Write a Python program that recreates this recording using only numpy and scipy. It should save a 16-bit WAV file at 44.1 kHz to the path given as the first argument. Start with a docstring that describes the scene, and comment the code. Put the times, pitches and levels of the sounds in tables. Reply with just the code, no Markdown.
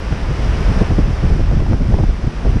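"""A flat sandy beach, heard at the water's edge through a microphone in a housing.
Far breakers roar steadily as churning noise; a thin sheet of foam washes in, fizzes and fades.
The fizz is a crowd of tiny ringing bubbles. Wind rumbles on the microphone port, where eddies
strike as low, fluttering bumps and small ones burst in sharp puffs, all shaped from noise."""
import sys
import numpy as np
from scipy import signal
from scipy.fft import rfft, irfft
from scipy.io import wavfile
from scipy.ndimage import map_coordinates

SR = 44100
rng = np.random.default_rng(int(sys.argv[2]) if len(sys.argv) > 2 else 0)


def file_out(sig):
    """Save sig as 16-bit WAV at sys.argv[1]."""
    # one column per channel
    cols = np.atleast_2d(sig).T
    # limit, then scale
    lim = np.clip(cols, -1, 1)
    pcm = np.round(lim * 32767).astype(np.int16)
    wavfile.write(sys.argv[1], SR, pcm)


N = 114660  # length in samples

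# Spectrum of the far breakers. Each row: frequency in Hz, relative density in dB per Hz.
BREAKER_SPECTRUM = [(40, -4), (150, 3.5), (450, -4), (800, -8.5), (1500, -12), (2800, -19.5), (4200, -23.5),
                    (7000, -26.5), (11000, -26.5), (15000, -35)]
# Spectrum of foam washing over sand. Each row: frequency in Hz, relative density in dB per Hz.
WASH_SPECTRUM = [(150, 5), (500, 5.5), (1000, -0.5), (1800, -4), (2900, -9), (4200, -16), (7000, -18),
                 (11000, -16), (15000, -20)]
# Strength of the wash as it comes and goes. Each row: time in seconds, level in dB.
WASH_STRENGTH = [(0, -34.5), (.13, -32), (.27, -32.5), (.42, -29.5), (.76, -27.5), (.93, -31),
                 (1.05, -34.5), (1.24, -32.5), (1.46, -38.5), (1.7, -50), (1.92, -41.5), (2.15, -48),
                 (2.48, -36.5), (2.6, -40)]
# Spectrum of steady wind on the port. Each row: frequency in Hz, relative density in dB per Hz.
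RUMBLE_SPECTRUM = [(10, -25.5), (24, -2.5), (34, 1.5), (52, 0), (80, -5.5), (130, -14.5), (220, -21),
                   (400, -35), (1000, -64.5)]
# Strength of the wind rumble. Each row: time in seconds, level in dB.
WIND_STRENGTH = [(0, -26), (.1, -19.5), (.36, -20.5), (.55, -12.5), (.75, -16.5), (.87, -19), (1.0, -13),
                 (1.17, -17.5), (1.3, -13.5), (1.6, -13), (1.79, -17), (1.94, -9.5), (2.06, -19),
                 (2.17, -23.5), (2.37, -22.5), (2.52, -11.5), (2.6, -19)]
# Spectrum of an eddy's thud. Each row: frequency in Hz, relative density in dB per Hz.
THUD_SPECTRUM = [(12, 4), (35, 2), (70, 1), (130, 0), (200, -8.5), (320, -16.5), (600, -36), (1500, -58)]
# Spectrum of an eddy's flutter. Each row: frequency in Hz, relative density in dB per Hz.
FLUTTER_SPECTRUM = [(100, 4), (250, 2.5), (420, -1.5), (700, -9.5), (1200, -26.5), (2000, -37.5),
                    (4000, -51)]
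# Eddies striking the port. Each row: middle in seconds, half-length in seconds,
# thud level in dB, flutter level in dB.
EDDIES = [(0.064, 0.024, -21.5, -39), (.128, 0.022, -13, -31), (0.247, 0.019, -18.5, -32),
          (0.307, 0.029, -13.5, -34), (0.396, 0.017, -16, -39), (0.463, 0.014, -19, -30),
          (0.621, 0.03, -20.5, -28), (0.705, .04, -13, -42), (0.771, 0.023, -11, -39),
          (0.816, 0.028, -8, -17), (0.914, 0.029, -10.5, -20.5), (0.992, 0.02, -8.5, -15.5),
          (1.063, 0.034, -17, -32), (1.101, 0.027, -13.5, -29), (1.248, 0.039, -11, -23.5),
          (1.306, 0.02, -12.5, -22.5), (1.327, 0.013, -7, -28), (1.363, 0.016, -27, -21),
          (1.405, 0.026, -14, -18.5), (1.532, 0.042, -13.5, -21), (1.573, 0.016, -13.5, -49),
          (1.613, 0.031, -8.5, -35), (1.698, 0.034, -13, -36), (1.736, 0.046, -10, -24.5),
          (1.816, 0.021, -10.5, -26), (1.847, 0.021, -14.5, -34), (1.901, 0.034, -11.5, -32),
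          (1.949, 0.025, -12, -28), (1.995, 0.04, -12, -19.5), (2.037, 0.019, -7, -27),
          (2.097, 0.019, -8.5, -33), (2.187, 0.019, -22, -36), (2.243, 0.022, -15, -29.5),
          (2.272, 0.012, -7.5, -32), (2.466, 0.031, -11, -20), (2.498, 0.017, -9.5, -50),
          (2.542, 0.023, -37, -29.5), (2.565, 0.02, -10, -22)]
# Small eddies bursting in the port. Each row: start in seconds, peak level in dB.
PUFF_EVENTS = [(0.124, -22.5), (1.512, -24.5), (1.601, -20.5), (1.663, -27), (1.731, -19), (1.923, -27),
               (1.94, -19), (1.986, -22.5), (2.035, -24.5)]
# Spectrum of a puff. Each row: frequency in Hz, relative density in dB per Hz.
PUFF_SPECTRUM = [(150, -6), (400, 2.5), (750, 5), (1200, -8.5), (1700, -18), (3000, -26), (6000, -42)]
# Colour of the microphone housing. Each row: frequency in Hz, gain in dB.
HOUSING_RESPONSE = [(6, -24), (18, 0.5), (3000, 1.5), (3900, -0.5), (4400, -0.5), (5000, 3.5), (5800, 2.5),
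                    (6600, -6.5), (8500, -10.5), (10600, -14.5), (11600, -28.5), (12600, -25), (13600, -25),
                    (15000, -28)]

BREAKERS_DB = -31
# Water's random level: depth in dB and turns per second
SWELL_DB, SWELL_PER_S, FLICKER_DB, FLICKER_PER_S = -0.2, 5.65, 0.57, 18
BUBBLES_PER_S, BUBBLE_HZ, BUBBLE_CYCLES = 1100, (1175, 8800), 8.4
BUBBLE_RANGE_DB, BUBBLE_DB = 24, -14.5  # loudest to faintest; fizz relative to the wash
FLUTTER_ROUGH_DB, FLUTTER_PER_S = 2, 250
PORT_LIMIT = 0.98  # pressure at which the wind overloads the port (full scale 1)
PUFF_RISE_S = 0.0017
EVENNESS = 0.68  # how far chance swells are pressed out of a thud or puff (0-1)
TOP_HZ = 14600


def undb(db):
    """Decibels to gain."""
    return 10 ** (np.asarray(db) / 20)


def unit(x):
    """Scale to rms 1."""
    return x / np.sqrt(np.mean(x ** 2))


def curve(rows):
    """Gain over time from (s, dB) rows."""
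    return undb(np.interp(np.arange(N) / SR, *np.array(rows).T))


def colour(x, points):
    """Filter by (Hz, dB) points, joined on a log frequency scale."""
    hz, db = np.array(points).T
    f = np.maximum(np.arange(N // 2 + 1) * SR / N, 1)
    gain = undb(np.interp(np.log(f), np.log(hz), db))
    return irfft(rfft(x) * gain, N)


def noise(points):
    """Noise of rms 1 with the given spectrum."""
    return unit(colour(rng.standard_normal(N), points))


def walk(rate):
    """Smooth chance with spread near 1 that turns about rate times a second."""
    knots = rng.standard_normal(4096)
    return map_coordinates(knots, [np.arange(N) / SR * rate], order=3, mode="mirror")


def churn(points, count=9):
    """Tumbling water: octave bands that swell together and flicker alone."""
    water = rfft(noise(points))
    swell = SWELL_DB * walk(SWELL_PER_S)
    bins = np.maximum(np.arange(len(water)), 1)
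    octave = np.clip(np.log2(N / 2 / bins), 0, count - 1)  # octaves down from the top
    out = np.zeros(N)
    for k in range(count):
        band = irfft(water * np.maximum(1 - abs(octave - k), 0), N)  # overlapping triangles
        out += band * undb(swell + FLICKER_DB * walk(FLICKER_PER_S))
    return unit(out)


def breakers():
    """Far surf: many tumbling crests blur into one steady, dark roar."""
    return undb(BREAKERS_DB) * churn(BREAKER_SPECTRUM)


def bubbles():
    """Tiny foam bubbles, each a decaying sine of a few cycles at its own pitch and level."""
    out = np.zeros(2 * N)  # room for the last rings
    for when, size, luck in rng.random((int(BUBBLES_PER_S * N / SR), 3)):
        hz = BUBBLE_HZ[0] * (BUBBLE_HZ[1] / BUBBLE_HZ[0]) ** size
        cycle = np.arange(int(BUBBLE_CYCLES * SR / hz)) * hz / SR
        decay = np.exp(-np.log(100) * cycle / BUBBLE_CYCLES)  # down 40 dB by the end
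        ring = np.sin(2 * np.pi * cycle) * decay
        start = int(when * N)
        out[start:start + len(ring)] += ring * undb(-BUBBLE_RANGE_DB * luck)
    return unit(out[:N])


def wash():
    """Near foam: churning water and bubble fizz rise and fade together."""
    foam = churn(WASH_SPECTRUM) + undb(BUBBLE_DB) * bubbles()
    return curve(WASH_STRENGTH) * foam


def even(points):
    """Noise that keeps its wandering pitch but holds a steadier strength."""
    x = noise(points)
    strength = abs(signal.hilbert(x))
    return unit(x / (strength + 0.12) ** EVENNESS)


def rumble():
    """Steady wind on the port: low noise that follows the wind's strength."""
    return curve(WIND_STRENGTH) * noise(RUMBLE_SPECTRUM)


def eddies():
    """Each eddy swells and dies on the port as a low thud with ragged flutter."""
    t = np.arange(N) / SR
    thud_level, flutter_level = np.zeros(N), np.zeros(N)
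    for middle, half_length, thud_db, flutter_db in EDDIES:
        swell = np.cos(np.pi / 2 * np.clip((t - middle) / half_length, -1, 1)) ** 2
        thud_level += undb(thud_db) * swell
        flutter_level += undb(flutter_db) * swell
    roughness = undb(FLUTTER_ROUGH_DB * walk(FLUTTER_PER_S))
    ragged = unit(noise(FLUTTER_SPECTRUM) * roughness)
    return thud_level * even(THUD_SPECTRUM), flutter_level * ragged


def wind():
    """The port rounds the peaks of rumble and thuds; flutter rides on top unrounded."""
    thuds, flutter = eddies()
    pressure = rumble() + thuds
    return PORT_LIMIT * np.tanh(pressure / PORT_LIMIT) + flutter


def puffs():
    """Small eddies burst as brief, brighter spits of air: a quick rise and a short tail."""
    t, envelope = np.arange(N) / SR, np.zeros(N)
    for start, db in PUFF_EVENTS:
        age = np.maximum(t - start, 0) / PUFF_RISE_S
        envelope += undb(db) * age * np.exp(1 - age)  # peaks at age 1
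    return envelope * even(PUFF_SPECTRUM)


def scene():
    """Wind at the microphone over the surf, in one channel."""
    return (breakers() + wash() + wind() + puffs())[None]


def record(dry):
    """The housing colours the sound and the recorder steeply cuts the top."""
    heard = np.array([colour(channel, HOUSING_RESPONSE) for channel in dry])
    top_cut = signal.ellip(8, .2, 80, TOP_HZ, fs=SR, output="sos")
    return signal.sosfilt(top_cut, heard)


dry = scene()
out = record(dry)
file_out(out)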